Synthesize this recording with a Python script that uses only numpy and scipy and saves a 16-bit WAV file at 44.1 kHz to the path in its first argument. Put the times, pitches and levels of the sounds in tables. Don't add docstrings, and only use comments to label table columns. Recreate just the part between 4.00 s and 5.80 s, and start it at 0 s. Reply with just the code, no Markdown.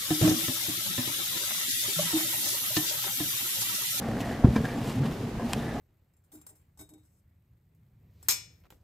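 import sys
import numpy as np
from scipy import signal
from scipy.fft import rfft, irfft
from scipy.io import wavfile
from scipy.ndimage import uniform_filter1d

SR = 44100
rng = np.random.default_rng(int(sys.argv[2]) if len(sys.argv) > 2 else 0)


def bounce(signal):
    frames = np.transpose(np.atleast_2d(signal))
    limited = np.clip(frames, -1, 1)
    pcm = np.round(limited * 32767).astype(np.int16)
    wavfile.write(sys.argv[1], SR, pcm)


def invert_db(x):
    u = np.asarray(x, float) / 20
    return 10 ** u


N = 79380

# pitch_hz, level_db (per Hz)
CRUMB_COLOUR = [(470, -8.5), (800, -0.5), (895, 3.5), (1330, -8), (2640, -9), (2870, -9), (7480, -21),
                (15600, -27.5)]


def evened(x):
    return x / np.sqrt(np.mean(x ** 2) + 1e-20)


def colour(x, points, tilt_db=0.):
    hz = np.fft.rfftfreq(len(x), 1 / SR) + 1
    point_hz, point_db = np.transpose(points)
    level_db = np.interp(np.log(hz), np.log(point_hz), point_db)
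    level_db = level_db + tilt_db * np.log2(np.clip(hz, 300, SR) / 3000)
    return irfft(rfft(x) * invert_db(level_db), len(x))


def add(mix, start_s, sound):
    part = mix[round(start_s * SR):][:len(sound)]
    part += sound[:len(part)]


def grains(per_s, spread_db):
    draw = rng.random((N, 3))
    happens = draw[:, 0] < per_s / SR
    direction = np.sign(draw[:, 1] - .5)
    return happens * direction * invert_db(-spread_db * np.log(draw[:, 2] + 0.0023))


def body(x, modes):
    hz = np.fft.rfftfreq(len(x), 1 / SR)
    shape = 0
    for k, (mode_hz, width_hz, db) in enumerate(modes):
        loss = 1j * hz * width_hz
        shape = shape + (-1) ** k * invert_db(db) * loss / (mode_hz ** 2 - hz ** 2 + loss)
    return evened(irfft(rfft(x) * shape, len(x)))


def effort(curve, column, flutter_db, smooth_s):
    flutter = evened(uniform_filter1d(rng.standard_normal(N), round(smooth_s * SR)))
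    rows = np.transpose(curve)
    level_db = np.interp(np.arange(N) / SR, rows[0], rows[column])
    return invert_db(level_db + flutter_db * flutter)


def room_air():
    # pitch_hz, level_db (per Hz)
    room_points = [(15, -39), (25, -46), (96, 6), (227, 11), (389, 3.5), (445, -14.5), (553, -2.5),
                   (7520, -32), (15600, -70)]
    return invert_db(-36.5) * evened(colour(rng.standard_normal(N), room_points))


def side_air():
    # pitch_hz, level_db (per Hz)
    side_points = [(35, -38), (60, -22), (285, -1.5), (443, -0.5), (870, -8), (1790, -9), (8900, -21),
                   (13200, -22.5), (15600, -21)]
    return invert_db(-51) * evened(colour(rng.standard_normal(N), side_points))


def sway(crest_s, db, sign, hz, swell_s):
    t = np.arange(-.08, .12, 1 / SR)
    shape = np.exp(-(t / np.where(t < 0, swell_s, 1.4 * swell_s)) ** 2)
    return crest_s - .08, sign * invert_db(db) * shape * np.cos(2 * np.pi * hz * t)


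def table_sways():
    # crest_s, level_db, direction, pitch_hz, swell_s
    pushes = [(.146, -32, 0.75, 219, 0.011), (.49, -16, 1, 110, 0.0045), (.507, -22, 0.84, 72, 0.009),
              (0.5631, -19.5, -1.1, 240, 0.0033), (0.5744, -26.5, 0.82, 228, 0.013),
              (0.5879, -26, 0.82, 240, 0.013), (0.662, -31.5, 0.9, 171, 0.019), (.77, -29, 0.8, 282, 0.024),
              (.82, -29.5, 0.94, 120, 0.02), (0.9703, -27.5, -1, 102, 0.0081),
              (.976, -25.5, 0.88, 258, 0.018), (1.005, -23, -1.1, 126, 0.006),
              (1.008, -30, 0.95, 282, 0.0074), (1.0216, -24.5, 0.9, 258, 0.0038),
              (1.0218, -17, 0.81, 132, 0.015), (1.044, -26, 1, 238, 0.0075),
              (1.075, -25.5, 0.83, 138, 0.0096), (1.0858, -27, -0.88, 240, 0.007),
              (1.105, -23.5, 0.66, 159, 0.011), (1.131, -36, -0.65, 195, 0.0053),
              (1.354, -28.5, 0.67, 215, .015), (1.446, -26, 0.88, 230.3, 0.027),
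              (1.595, -33, 0.66, 228, 0.0054)]
    mix = np.zeros(N)
    for push in pushes:
        add(mix, *sway(*push))
    return mix


def knock(peak_s, db, sign, pitch_share, blow_s, modes):
    damp_s, tail_share = .015, .25
    t = np.arange(-.02, .25, 1 / SR)
    after = np.maximum(t, 0)
    swell = np.exp(-(np.minimum(t, 0) / blow_s) ** 2)
    fade = tail_share + (1 - tail_share) * np.exp(-(after / damp_s) ** 2)
    ring = 0
    for hz, mode_db, t60 in modes:
        ring = ring + invert_db(mode_db - 60 * after / t60) * np.cos(2 * np.pi * hz * pitch_share * t)
    return peak_s - .02, sign * invert_db(db) * swell * fade * ring


def bowl_knocks():
    # pitch_hz, level_db, t60_s (time to fall 60 dB)
    thud_modes = [(70, -3.5, 0.15), (120, 2, 0.36), (238, 1.5, 0.099), (264, -19, 0.27)]
    # peak_s, level_db, direction, pitch_share (times the mode pitch), blow_s
    landings = [
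        (0.4407, -19.5, -0.31, 1.7, 0.0018),
        (0.4475, -8.5, 0.79, 1.02, 0.0041),
        (0.4715, -20.5, -0.77, 1.56, 0.0025),
        (0.486, -27.5, -0.97, 0.77, 0.0033),
        (0.5635, -22.5, -0.79, 2.02, 0.0016),
        (0.598, -29, 0.85, 0.635, 0.02),
        (1.0553, -28, -0.44, 1.9, 0.0023),
    ]
    mix = np.zeros(N)
    for landing in landings:
        add(mix, *knock(*landing, thud_modes))
    return mix


def tap(start_s, db, hz, spread, contact_s, modes):
    t = np.arange(0, .1, 1 / SR)
    ring = 0
    for (mode_hz, mode_db, t60), turn in zip(modes, rng.random(len(modes))):
        off_pitch_db = 10.2 * (np.log2(mode_hz / hz) / spread) ** 2
        level = invert_db(mode_db - off_pitch_db - 60 * t / t60)
        ring = ring + level * np.sin(2 * np.pi * (mode_hz * t + turn))
    return start_s, invert_db(db) * 2 * ring * (1 - np.exp(-(t / contact_s) ** 2))


def glass_taps():
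    # pitch_hz, level_db, t60_s
    glass_modes = [(500, 1, .06), (700, -4, .035), (1030, -2, .045), (1351, -8, .03), (1620, -7, .04),
                   (1770, -7, .03), (2330, -9, .04), (3050, -12, .02), (3714, -14, .025), (4960, -14, .035),
                   (6060, -12, .035), (7337, -15, .025)]
    # start_s, level_db, centre_hz, spread_octaves, contact_s
    touches = [(.1675, -36, 1800, .3, .001), (.312, -38, 1750, .3, .001), (.4375, -24, 693, .42, .0013),
               (.441, -32, 1350, .3, .0015), (.446, -30, 600, 1.2, .003), (.555, -32, 1600, .5, .001),
               (.5595, -24, 1900, 2.2, .003), (.577, -30, 1650, .3, .0015), (.643, -31, 1400, .6, .002),
               (.651, -28, 3300, .5, .0015), (.652, -26, 1720, .35, .0018), (.689, -32, 2270, .45, .003),
               (1.0326, -34, 1400, .4, .001), (1.395, -32, 750, .7, .001), (1.418, -36, 1030, .3, .0015)]
    mix = np.zeros(N)
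    for touch in touches:
        add(mix, *tap(*touch, glass_modes))
    return mix


def dough_tears():
    # pitch_hz, level_db, t60_s
    pocket_modes = [(700, -9, .02), (1000, -7, .022), (1700, -5, .006), (2100, -10, .005), (2600, -6, .006),
                    (3200, -6, .006), (4200, -6, .004), (5300, -3, .004), (7500, 1, .004), (9000, -2, .003),
                    (11600, -6, .003), (14000, -11, .003)]
    # start_s, level_db, centre_hz, spread_octaves, contact_s
    snaps = [
        (1.5288, -28, 2600, .6, .0005),
        (1.5331, -19, 6000, 4., .0004),
        (1.5359, -22, 3100, .4, .0004),
        (1.543, -29, 2600, .4, .0005),
        (.205, -29, 2900, .7, .0005),
        (.2125, -36, 6000, 2., .0004),
        (.2155, -30, 2900, .5, .0005),
        (.2315, -32, 1700, .4, .0005),
        (.2375, -32, 2000, .5, .0005),
        (1.064, -30, 2600, .8, .0005),
    ]
    mix = np.zeros(N)
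    for snap in snaps:
        add(mix, *tap(*snap, pocket_modes))
    return mix


def scuff(middle_s, length_s, db, bright_db):
    t = np.arange(-.05, .05, 1 / SR)
    puff = evened(colour(rng.standard_normal(len(t)), CRUMB_COLOUR, bright_db))
    side_s = np.where(t < 0, .6 * length_s, 1.4 * length_s)
    return middle_s - .05, invert_db(db) * puff * np.exp(-(2 * t / side_s) ** 2)


def crumb_scuffs():
    # middle_s, length_s, level_db, brightness_db (per octave)
    puffs = [(.565, .04, -46, 1), (1.272, .01, -52, 3), (.207, .02, -40, 1.5), (1.5295, .005, -43, 7),
             (1.536, .016, -41, 1), (.444, .022, -33, -6), (.563, .016, -35, -1), (.653, .014, -39, 0),
             (.9, .05, -46, 0), (1.04, .02, -42, -1), (1.058, .025, -40, -1)]
    mix = np.zeros(N)
    for puff in puffs:
        add(mix, *scuff(*puff))
    return mix


def stroke(start_s, length_s, hz, width_hz, db):
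    size = round(length_s * SR)
    slips = grains(1300, 3.3)[:SR // 2]
    song = body(slips, [(hz, width_hz, 0)])[:size]
    return start_s, invert_db(db) * signal.windows.tukey(size, .5) * song


def palm_strokes():
    # start_s, length_s, pitch_hz, width_hz
    sweeps = [(0, .44, 1880, 130), (.2, .12, 1350, 80), (.28, .13, 1650, 120), (.64, .13, 1630, 110),
              (.64, .13, 1790, 110), (1.36, .1, 1630, 50), (1.56, .22, 1750, 100), (1.62, .14, 1950, 120),
              (1.55, .25, 3700, 300), (.75, .04, 7350, 100), (.84, .1, 7600, 900), (.05, .31, 690, 70),
              (1.62, .18, 710, 60), (.7, .16, 560, 50), (1.03, .06, 3000, 1800), (.26, .08, 285, 25),
              (1.69, .1, 115, 40)]
    sweep_db = [-50.5, -57, -61, -52, -49, -50.5, -52.5, -53, -60, -60.5, -56, -45, -57, -47.5, -66, -38.5,
                -41]
    mix = np.zeros(N)
    for sweep, db in zip(sweeps, sweep_db):
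        add(mix, *stroke(*sweep, db))
    return mix


def kneading():
    # time_s, table_shake_db, palm_rub_db
    hand_curve = [(0.0, -40, -42), (0.11, -32, -41), (0.36, -38, -40), (0.586, -29, -44), (.75, -38.5, -42),
                  (0.93, -33.5, -48.5), (1.076, -31.5, -42), (1.208, -38, -55.5), (1.402, -37, -44.5),
                  (1.634, -36.5, -42.5), (1.8, -38, -41)]
    # pitch_hz, width_hz, level_db
    table_modes = [(37, 28, -5.5), (71, 10.8, -1), (118.2, 19.5, 1), (168, 27, -7), (232, 14.6, 4),
                   (295.4, 44, -10.5), (441, 40, -6.5)]
    # pitch_hz, width_hz, level_db
    bowl_modes = [(499, 69, 7.5), (578, 15.5, 11.5), (669, 72, 8), (835, 54, 5.5), (1124, 104, -4.5),
                  (1810, 520, -6), (2770, 2900, -22)]
    # time_s, level_db
    crumb_curve = [(0, -56.5), (.18, -54), (.29, -52), (.43, -59.5), (.56, -51), (.66, -52.5), (.78, -53),
                   (.83, -51), (.89, -48), (.95, -53), (1.0, -56), (1.12, -53.5), (1.3, -57.5),
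                   (1.38, -60.5), (1.5, -50.5), (1.62, -52), (1.72, -59), (1.8, -58.5)]

    legs = body(grains(1200, 4.5), table_modes[:2])
    top = body(grains(1200, 4.5), table_modes[2:])
    pressed_top = effort(hand_curve, 1, 2.0, 0.071) * top
    shake = signal.lfilter(*signal.butter(2, 600, fs=SR), pressed_top) + invert_db(-44) * legs

    rub = effort(hand_curve, 2, 1.0, 0.012) * body(grains(1900, 1.5), bowl_modes)

    flow = effort(crumb_curve, 1, 1.1, .015)
    hiss = flow * evened(colour(grains(6000, 0.5), CRUMB_COLOUR, 1.67))
    return invert_db(-1.0) * shake + invert_db(-0.5) * rub + invert_db(5.5) * hiss


def scene():
    mid = room_air() + table_sways() + bowl_knocks() + glass_taps() + dough_tears()
    mid = mid + crumb_scuffs() + palm_strokes() + kneading()
    late = np.roll(mid, 90)
    echo = signal.lfilter(*signal.butter(2, 350, "high", fs=SR), late)
    side = side_air() + invert_db(-33) * echo
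    return np.array([mid + side, mid - side])


def band_limit(x):
    return signal.sosfilt(signal.butter(12, 15710, fs=SR, output="sos"), x)


def record(dry):
    low_pass = signal.firwin(401, 15400, fs=SR)
    mix = signal.oaconvolve(dry, low_pass[None], "same")
    return band_limit(mix)


dry = scene()
out = record(dry)
bounce(out)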